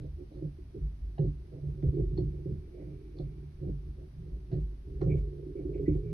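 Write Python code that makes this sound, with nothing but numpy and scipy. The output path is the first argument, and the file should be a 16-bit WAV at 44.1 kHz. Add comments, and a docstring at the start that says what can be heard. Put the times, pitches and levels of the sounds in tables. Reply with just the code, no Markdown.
"""In a quiet room's rumble and hiss, a long metal needle is woven through yarn on a wooden frame loom.
From the first stroke, yarn drags over the needle in tiny slips that ring the frame; the taut web drums
just after, then the loom rocks on its table. The hand's pushes thump and yarn scuffs faintly on the metal.
From 0.4 s threads snap off the tip and knock; from 1.2 s the tip now and then ticks on a peg. At 5.1 s
the rubbing rises in pitch on the short, taut corner threads; knocks and squeaks then crowd together."""
import sys
import numpy as np
from scipy import signal
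from scipy.fft import rfft, irfft
from scipy.io import wavfile
from scipy.ndimage import uniform_filter1d

SR = 44100
rng = np.random.default_rng(int(sys.argv[2]) if len(sys.argv) > 2 else 0)


def generate_wav(signal):
    """Clip the signal to [-1, 1] and save it as 16-bit WAV at the path in sys.argv[1]."""
    frames = np.transpose(np.atleast_2d(signal))
    scaled = np.clip(frames, -1, 1) * 32767
    pcm = np.round(scaled).astype(np.int16)
    wavfile.write(sys.argv[1], SR, pcm)


N = 270330
T = np.arange(N) / SR
FREQS = np.maximum(np.fft.rfftfreq(N, 1 / SR), 1)

# Modes of the wooden frame, the yarn web and the loom on its table.
# Each row: frequency in Hz, relative level in dB, t60 in seconds at damping 1.
FRAME_MODES = [(285, -3, 0.24), (303.1, 1, 0.17), (317.9, 7, 0.069), (356.6, 4.5, 0.15),
               (333, -11.5, 0.019), (394.8, -8.5, 0.2), (442.3, -21, 0.099), (504.6, -20.5, 0.29),
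               (533, -16, 0.14), (632.3, -18.5, 0.092), (691, -33.5, 0.22), (727, -30.5, 0.09),
               (750, -36.5, 0.032), (844, -45.5, 0.18), (1060, -48, 0.05), (1215, -49.5, 0.04)]
WEB_MODES = [(125.5, 2, 0.11), (143.35, 7.5, 0.17), (166.5, -19.5, 0.43), (189.1, -15.5, 0.19)]
ROCK_MODES = [(51.44, 3, 0.59), (74, 3, 0.12), (103.7, -12, 0.085)]
# Threads snapping off the needle. Each row: time in seconds, knock level in dB, knock pitch in Hz,
# crack level in dB, web level in dB.
SNAPS = [(0.421, -31, 336, -61, -37), (0.441, -40.5, 347, -52.5, -29.5), (0.584, -43.5, 344, -79, -50.5),
         (0.744, -37, 352.4, -49, -47.5), (1.190, -29.5, 382, -41.5, -22), (1.218, -32, 366, -45, -36.5),
         (1.242, -30.5, 368, -48.5, -22.5), (1.830, -28, 332, -45.5, -24), (1.968, -27, 353, -45, -39.5),
         (2.182, -23, 345, -47.5, -42.5), (2.456, -30.5, 353, -50, -32.5), (3.195, -33, 332, -43.5, -33),
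         (3.666, -35, 337, -49, -28.5), (4.524, -33, 357, -46.5, -26), (5.017, -25, 375.4, -35.5, -33),
         (5.06, -28, 362, -35.5, -23), (5.463, -34.5, 330, -68, -53.5), (5.552, -30.5, 365, -61, -57),
         (5.587, -28.5, 368, -50, -46), (5.652, -28, 347, -55, -37.5), (5.690, -33, 380, -59.5, -41),
         (5.751, -29.5, 362, -50.5, -44), (5.794, -27, 409, -55, -36), (5.826, -35.5, 402, -56.5, -37.5),
         (5.878, -18, 331.3, -53, -22.5), (5.95, -28, 370, -52.5, -30)]


def undb(db):
    """Decibels to gain."""
    return 10 ** (np.asarray(db) / 20)


def unit(x):
    """Scale to rms 1."""
    return x / np.sqrt(np.mean(x ** 2))


def add(out, start_s, x):
    """Mix x into out at start_s."""
    i = max(int(start_s * SR), 0)
    out[i:i + len(x)] += x[:N - i]


def over_hz(points):
    """Interpolate (Hz, value) points over log frequency."""
    hz, value = np.transpose(points)
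    return np.interp(np.log(FREQS), np.log(hz), value)


def noise(gain):
    """Noise of rms 1, shaped by a gain per frequency."""
    return unit(irfft(rfft(rng.standard_normal(N)) * gain, N))


def resonance(hz, width_hz):
    """Gain of a steep-skirted resonance."""
    return 1 / (1 + ((FREQS / hz - hz / FREQS) * hz / width_hz) ** 2)


def decay(t, t60_s):
    """1 until t = 0, then down 60 dB per t60_s."""
    return np.exp(-np.log(1000) * np.maximum(t, 0) / t60_s)


def ring(modes, swell_cycles, tilt_db_oct=0, damping=1, scatter_db=0, hold_s=0, sharp=0):
    """A body's response to one push, peak 1: each mode builds up, and fades after hold_s."""
    t, sag_s = T[:SR // 2], 0.023
    bent_s = t + sharp * sag_s * (1 - np.exp(-t / sag_s))  # stretched yarn starts sharp, then sinks
    out = 0
    for (hz, db, t60_s), chance in zip(modes, rng.standard_normal(len(modes))):
        gain = undb(db + scatter_db * chance + tilt_db_oct * np.log2(hz / modes[0][0]))
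        rise = 1 - np.exp(-(t * hz / swell_cycles) ** 2)
        out += gain * rise * decay(t - hold_s, t60_s / damping) * np.sin(2 * np.pi * hz * bent_s)
    return out / np.abs(out).max()


def air():
    """Room rumble common to both microphone ports, and hiss that is mostly each port's own."""
    # Each row of both: frequency in Hz, relative spectral level in dB.
    rumble_spectrum = [(20, 12.5), (28, 15.5), (42, 7.5), (62, 17.5), (100, 5.5), (150, -3.5), (220, -3),
                       (370, -13.5), (500, -44), (900, -71)]
    hiss_spectrum = [(600, -1), (1000, -8), (2300, -11), (3200, -14), (4800, -14), (6200, -18.5),
                     (7300, -37), (8600, -21.5), (10200, -20.5), (12400, -24.5)]
    rumble = noise(undb(over_hz(rumble_spectrum)))
    left, right, common = (noise(undb(over_hz(hiss_spectrum))) for _ in range(3))
    return undb(-47.5) * rumble + undb(-87) * common + undb(-69.5) * np.array([left, right])


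def slips(per_s, spread_db):
    """Tiny stick-slip jerks at random times, a few stronger than the rest."""
    size = undb(spread_db * np.minimum(rng.exponential(size=N), 4)) * rng.choice([-1, 1], N)
    return size * (rng.random(N) < per_s / SR)


def driven(force, body):
    """A body kept ringing by a force, its short-term rms held near 1."""
    lead, window = len(body), int(0.026 * SR)
    looped = np.concatenate([force[-lead:], force])
    ringing = unit(signal.fftconvolve(looped, body)[lead:lead + N])
    power = uniform_filter1d(uniform_filter1d(ringing ** 2, window), window)
    return ringing / np.sqrt(power + 1e-4)


def stroke_power(db, start_s, length_s, release_s, attack_s=0.016):
    """Power of one stroke: builds up to start_s, holds, dies away."""
    fade = np.maximum(start_s - T, 0) / attack_s + np.maximum(T - start_s - length_s, 0) / release_s
    return (undb(db) * np.exp(-np.minimum(fade, 20))) ** 2


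def effort():
    """Gains of frame, web and rocking, and the yarn's grip: strokes add power to the leaning hand's."""
    # Each row: start in seconds, length in seconds, frame level in dB, web level in dB, grip from 0 to 1.
    strokes = [(0.0, 0.062, -51, -41.5, 1), (0.199, 0.027, -45, -56.5, 0.25), (0.322, 0.045, -53.5, -70, 1),
               (0.374, 0.07, -46, -45.5, 1), (0.76, 0.011, -45.5, -41.5, 0), (0.816, 0.04, -58, -41, 0),
               (1.214, 0.035, -39.5, -27.5, 0.12), (1.536, 0.042, -49.5, -45, 1),
               (1.636, 0.065, -54.5, -35, 1), (1.774, 0.063, -54.5, -42.5, .8),
               (1.84, 0.033, -41.5, -25, 0.15), (1.949, 0.07, -33.5, -30, 0.16),
               (2.134, 0.13, -46.5, -32.5, 0.37), (2.32, 0.24, -53, -44, 0.3),
               (2.473, 0.046, -44.5, -34, 0), (2.749, 0.093, -48.5, -64, 1), (2.823, 0.12, -52.5, -45, 1),
               (3.177, 0.0077, -44, -47, 0.7), (3.246, 0.018, -68, -39, 0.2), (3.298, 0.14, -58, -49, 0),
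               (3.437, 0.051, -77, -48.5, 0), (3.627, 0.034, -44, -37.5, 0.08),
               (3.647, 0.046, -41.5, -33, 0.9), (3.706, 0.047, -73, -38.5, 0.1),
               (3.868, 0.036, -59, -49, 0.1), (3.983, 0.073, -54, -52.5, 0.47), (4.162, 0.055, -83, -44, 0),
               (4.239, 0.13, -58, -49.5, 0.6), (4.527, 0.054, -42, -31, 0.27),
               (4.876, 0.29, -50, -48.5, 0.07), (5.023, 0.13, -36.5, -27.5, 0.56),
               (5.184, 0.31, -52, -46.5, 0.5), (5.589, 0.3, -43, -40.5, 0.55),
               (5.904, 0.03, -49.5, -28.5, 0.1), (6.048, 0.21, -47, -37, 0.3)]
    # The hand bearing on the loom. Each row: time in seconds, relative rubbing level in dB.
    lean = [(0.0, -62.5), (0.36, -63.5), (0.99, -62), (1.96, -45.5), (2.05, -38.5), (2.59, -49),
            (3.07, -46), (3.48, -59), (3.89, -52), (4.03, -89), (4.23, -50), (4.46, -54.5), (4.74, -50.5),
            (4.9, -81), (5.07, -47.5), (5.46, -39.5), (5.75, -34), (6.13, -39)]
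    lean_db = np.interp(T, *np.transpose(lean))
    usual_lean_db = -62
    follow_db = 0.073 * (lean_db - usual_lean_db)  # the lows barely follow the lean
    frame, web, rock = (undb(db) ** 2 for db in (lean_db - 7.5, follow_db - 59, follow_db - 49.5))
    gripping, web_lag_s, rock_lag_s = 0, 0.0014, 0.03
    for start_s, length_s, frame_db, web_db, grip in strokes:
        rub = stroke_power(frame_db, start_s, length_s, release_s=0.019)
        frame += rub
        gripping += grip * rub
        web += stroke_power(web_db, start_s + web_lag_s, length_s, release_s=0.038)
        web += stroke_power(web_db - 16.5, start_s + length_s, 0, release_s=0.033)  # trembles on
        rock += stroke_power(web_db - 4.5, start_s + rock_lag_s, length_s, release_s=0.063)
    return np.sqrt(frame), np.sqrt(web), np.sqrt(rock), gripping / frame


def stalls(before_s, after_s, depth_db):
    """Gain dip around each snap: the needle stalls while a thread tightens on its tip."""
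    held = np.zeros(N)
    for snap_s, *_ in SNAPS:
        held[(T > snap_s - before_s) & (T < snap_s + after_s)] = 1
    return undb(depth_db * uniform_filter1d(held, size=800))


def weaving(corner_s=5.1):
    """Dragging yarn rings frame and web and rocks the loom; a tighter grip sounds brighter."""
    frame_gain, web_gain, rock_gain, grip = effort()
    drag = rfft(slips(per_s=2000, spread_db=2.5))
    wood = ring(FRAME_MODES, swell_cycles=1.5)
    # Sliding feeds the frame's strongest modes; sharp catches reach the higher ones.
    gliding = driven(irfft(drag * resonance(388, width_hz=130), N), wood)
    catching = driven(irfft(drag * resonance(690, width_hz=600), N), wood)
    taut = driven(irfft(drag * resonance(410, width_hz=65), N), wood)
    sliding = np.where(T > corner_s, taut, gliding)
    pulse_db = 2.3 * noise(resonance(19, width_hz=14))  # the needle passes thread after thread
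    frame = (sliding + grip * (catching - sliding)) * frame_gain * undb(pulse_db)
    web_slips = slips(per_s=210, spread_db=3)
    web = web_gain * driven(web_slips, ring(WEB_MODES, swell_cycles=0.76, damping=0.34))
    rock_slips = slips(per_s=120, spread_db=0.5)
    shudder = ring(ROCK_MODES, swell_cycles=0.77, tilt_db_oct=8.5, damping=0.39)
    rocking = rock_gain * driven(rock_slips, shudder)
    return (frame + web) * stalls(before_s=0.025, after_s=0.014, depth_db=-4.5) + rocking


def thumps():
    """The hand presses the loom down, and it shudders on the table."""
    # Each row: start in seconds, peak in dB, push length in seconds, tilt in dB per octave.
    pushes = [(0.01, -34.5, 0.17, -4), (0.809, -25.5, 0.025, -13), (0.991, -28.5, 0.075, -9.5),
              (1.653, -35.5, 0.046, 2), (1.854, -18, 0.034, 2.5), (1.982, -27.5, 0.075, -1.5),
              (2.066, -27.5, 0.01, 1), (2.228, -30, 0.064, -26.5), (3.214, -34.5, 0.018, 6.5),
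              (3.664, -37, 0.16, -11), (3.861, -40, 0.012, -2), (4.303, -32.5, 0.029, -19.5),
              (4.587, -28, 0.058, -23.5), (4.88, -36, 0.17, -5.5), (5.152, -24, 0.071, -29.5),
              (5.619, -35, 0.2, -1), (5.887, -22.5, 0.016, 17)]
    out = np.zeros(N)
    for start_s, db, length_s, tilt in pushes:
        shudder = ring(ROCK_MODES, swell_cycles=0.75, tilt_db_oct=tilt, damping=1.35, hold_s=length_s)
        add(out, start_s, undb(db) * shudder)
    return out


def squeaks():
    """Yarn chatters along the needle: a breathy scuff when loose, a wavering pitch when tight. Just after the
    ticks at 4.52 s and 5.02 s, the tip rebounds off the peg in a brief high scrape."""
    # Each row: centre in seconds, length in seconds, level in dB, pitch in Hz, tightness from 0 to 1. # The
    # rows at 4.533 s and 5.033 s are the tip rebounding after a tick.
    rubs = [(0.04, 0.026, -81, 3970, 0.1), (0.355, 0.04, -81.5, 4020, 0), (1.24, 0.035, -82.5, 4200, 0),
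            (1.955, 0.027, -84.5, 4130, 0), (1.963, 0.024, -81, 2220, 0.1), (2.174, 0.014, -77, 4220, 0.2),
            (2.21, 0.01, -80, 4750, 0.2), (2.806, 0.049, -78.5, 1940, 0), (3.0, 0.7, -86, 2270, 0.16),
            (3.179, .016, -76, 4220, 0.3), (3.215, .014, -81, 4140, 0.2), (4.533, 0.0066, -73.5, 4110, 0.2),
            (5.115, 0.02, -57, 2320, 0.9), (5.175, 0.011, -71, 2270, 0.37), (5.033, 0.0076, -77, 5630, 0.2),
            (5.587, 0.034, -75, 2240, 0.1), (5.746, 0.011, -66.5, 2280, 0), (5.784, 0.011, -71.5, 2250, 0),
            (5.869, 0.0096, -60, 1980, 1), (5.884, 0.01, -67.5, 2300, 0.4), (5.925, 0.028, -78, 2190, 0.3),
            (6.09, 0.071, -77.5, 2343, 0.35)]
    # Each row: frequency in Hz, width in Hz, relative level in dB.
    needle_rings = [(1971, 70, -5), (2270, 35, 0), (2352, 30, -1), (2443, 40, -8), (4272, 120, -7)]
    needle_gain = 1 + sum(undb(db) * resonance(hz, width_hz) for hz, width_hz, db in needle_rings)
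    fibres = rfft(noise(needle_gain))
    wavering_s = np.cumsum(1 + 0.034 * noise(resonance(60, width_hz=120))) / SR
    out = np.zeros(N)
    for centre_s, length_s, db, hz, tight in rubs:
        scuff = unit(irfft(fibres * resonance(hz, width_hz=0.28 * hz), N))
        tone = np.sqrt(2) * np.sin(2 * np.pi * hz * wavering_s)
        fade_db = np.minimum(10 * ((T - centre_s) / length_s) ** 2, 200)
        out += undb(db - fade_db) * (np.sqrt(1 - tight) * scuff + np.sqrt(tight) * tone)
    chatter_db = 2.5 * noise(resonance(45, width_hz=80))  # fibres catch and let go
    return out * undb(chatter_db)


def knocks():
    """A thread snaps off the needle: the frame knocks hollowly and cracks, the heavier web drums."""
    # Short frame modes. Each row: frequency in Hz, relative level in dB, t60 in seconds.
    crack_modes = [(461.7, 3, 0.081), (530, 2.5, 0.13), (617.5, -9.5, 0.074), (669.7, -13, 0.14),
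                   (736, -10, 0.062)]
    out, t = np.zeros(N), T[:SR // 2]
    swell_s, slip_lead_s = 0.0069, 0.00072  # the thread slips just before it snaps free
    swell = (t / swell_s * np.exp(1 - t / swell_s)) ** 3
    for snap_s, knock_db, hz, crack_db, web_db in SNAPS:
        hollow = swell * np.sin(2 * np.pi * hz * t)
        wood = ring(FRAME_MODES, swell_cycles=9.2, tilt_db_oct=-11.5, damping=1.5, scatter_db=6)
        crack = ring(crack_modes, swell_cycles=5, scatter_db=4)
        web = ring(WEB_MODES, swell_cycles=1.1, damping=1.1, hold_s=0.018, sharp=0.09)
        knock = undb(knock_db) * (hollow + undb(-9) * wood)
        add(out, snap_s - slip_lead_s, knock + undb(crack_db) * crack + undb(web_db) * web)
    return out


def ticks():
    """The tip scrapes a peg: dry noise that swells as it bites and dies in the yarn."""
    # Each row: time in seconds, t60 in seconds, resonances of that contact as (Hz, width in Hz, dB).
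    contacts = [(1.184, 0.029, [(742, 210, -43), (1790, 260, -58.5), (2850, 510, -64), (3940, 270, -65.5),
                (4180, 260, -64.5)]), (1.827, 0.032, [(620, 200, -56.5), (1400, 500, -68),
                (2070, 560, -64.5), (3550, 2100, -79)]), (2.178, 0.05, [(757, 240, -49), (1980, 300, -70),
                (3440, 700, -69), (4270, 320, -57.5), (4970, 900, -77)]), (3.188, 0.018, [(580, 220, -57.5),
                (1200, 350, -62), (3480, 400, -65), (4230, 500, -58.5), (4750, 600, -69)]),
                (4.517, 0.19, [(645, 84, -51.5), (1740, 460, -66), (2670, 600, -76.5), (4160, 900, -72.5)]),
                (5.015, 0.047, [(700, 330, -46), (1070, 260, -50), (1320, 260, -56), (1780, 300, -59),
                (2180, 280, -69.5), (3180, 450, -65), (4250, 480, -67), (5640, 700, -73),
                (8220, 1200, -83)])]
    out, lead_s, attack_s = np.zeros(N), 0.016, 0.002
    t = T[:SR // 4] - lead_s
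    bite = np.exp(np.minimum(t, 0) / attack_s)
    for peak_s, t60_s, resonances in contacts:
        power = sum((undb(db) * unit(resonance(hz, width_hz))) ** 2 for hz, width_hz, db in resonances)
        scrape = np.sqrt(power.mean()) * noise(np.sqrt(power))
        add(out, peak_s - lead_s, scrape[:len(t)] * bite * decay(t, t60_s))
    return out


def room(x, wet_db, t60_s=0.18, diffuse_hz=450):
    """Direct sound reaches two microphone ports a little apart; a short diffuse tail differs at each."""
    # Each row: frequency in Hz, left minus right in dB, phase lead of left in radians.
    ports = [(50, -.5, -.15), (110, -1.2, -.15), (155, -3.2, -.3), (240, -2, -.5), (360, -3.7, -.5),
             (420, -1.2, -.85), (520, -3.8, -1.1), (620, -5, -1.7), (680, 1.5, -1.3), (760, -3, -1.2),
             (850, 2, -1.5), (1100, 2.5, -1.6), (2100, -2.5, -5.15), (4300, 0, -6.2)]
    balance_db = over_hz([(hz, db) for hz, db, _ in ports])
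    lead_rad = over_hz([(hz, rad) for hz, _, rad in ports])
    left_gain = undb(balance_db / 2) * np.exp(1j * lead_rad / 2)
    direct = np.array([irfft(rfft(x) * gain, N) for gain in (left_gain, 1 / left_gain)])
    t = T[:SR // 2]
    tails = rng.standard_normal((2, len(t))) * decay(t, t60_s) * (t > 0.006)
    tails = signal.sosfilt(signal.butter(1, diffuse_hz, "high", fs=SR, output="sos"), tails)
    wet = np.array([signal.fftconvolve(x, tail / np.linalg.norm(tail))[:N] for tail in tails])
    return direct + undb(wet_db) * wet


def scene():
    """Loom and needle, close by in a quiet room."""
    loom = room(weaving() + knocks() + thumps(), wet_db=-7.5)
    tip = room(ticks(), wet_db=-4)
    shaft = room(squeaks(), wet_db=-1.5)
    return loom + tip + shaft + air()


def record(dry, low_hz=27, top_hz=12450):
    """Cut the deepest bass and the top."""
    bass_cut = signal.butter(3, low_hz, "high", fs=SR, output="sos")
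    top_cut = signal.ellip(8, 0.2, 70, top_hz, fs=SR, output="sos")
    return signal.sosfilt(top_cut, signal.sosfilt(bass_cut, dry))


dry = scene()
out = record(dry)
generate_wav(out)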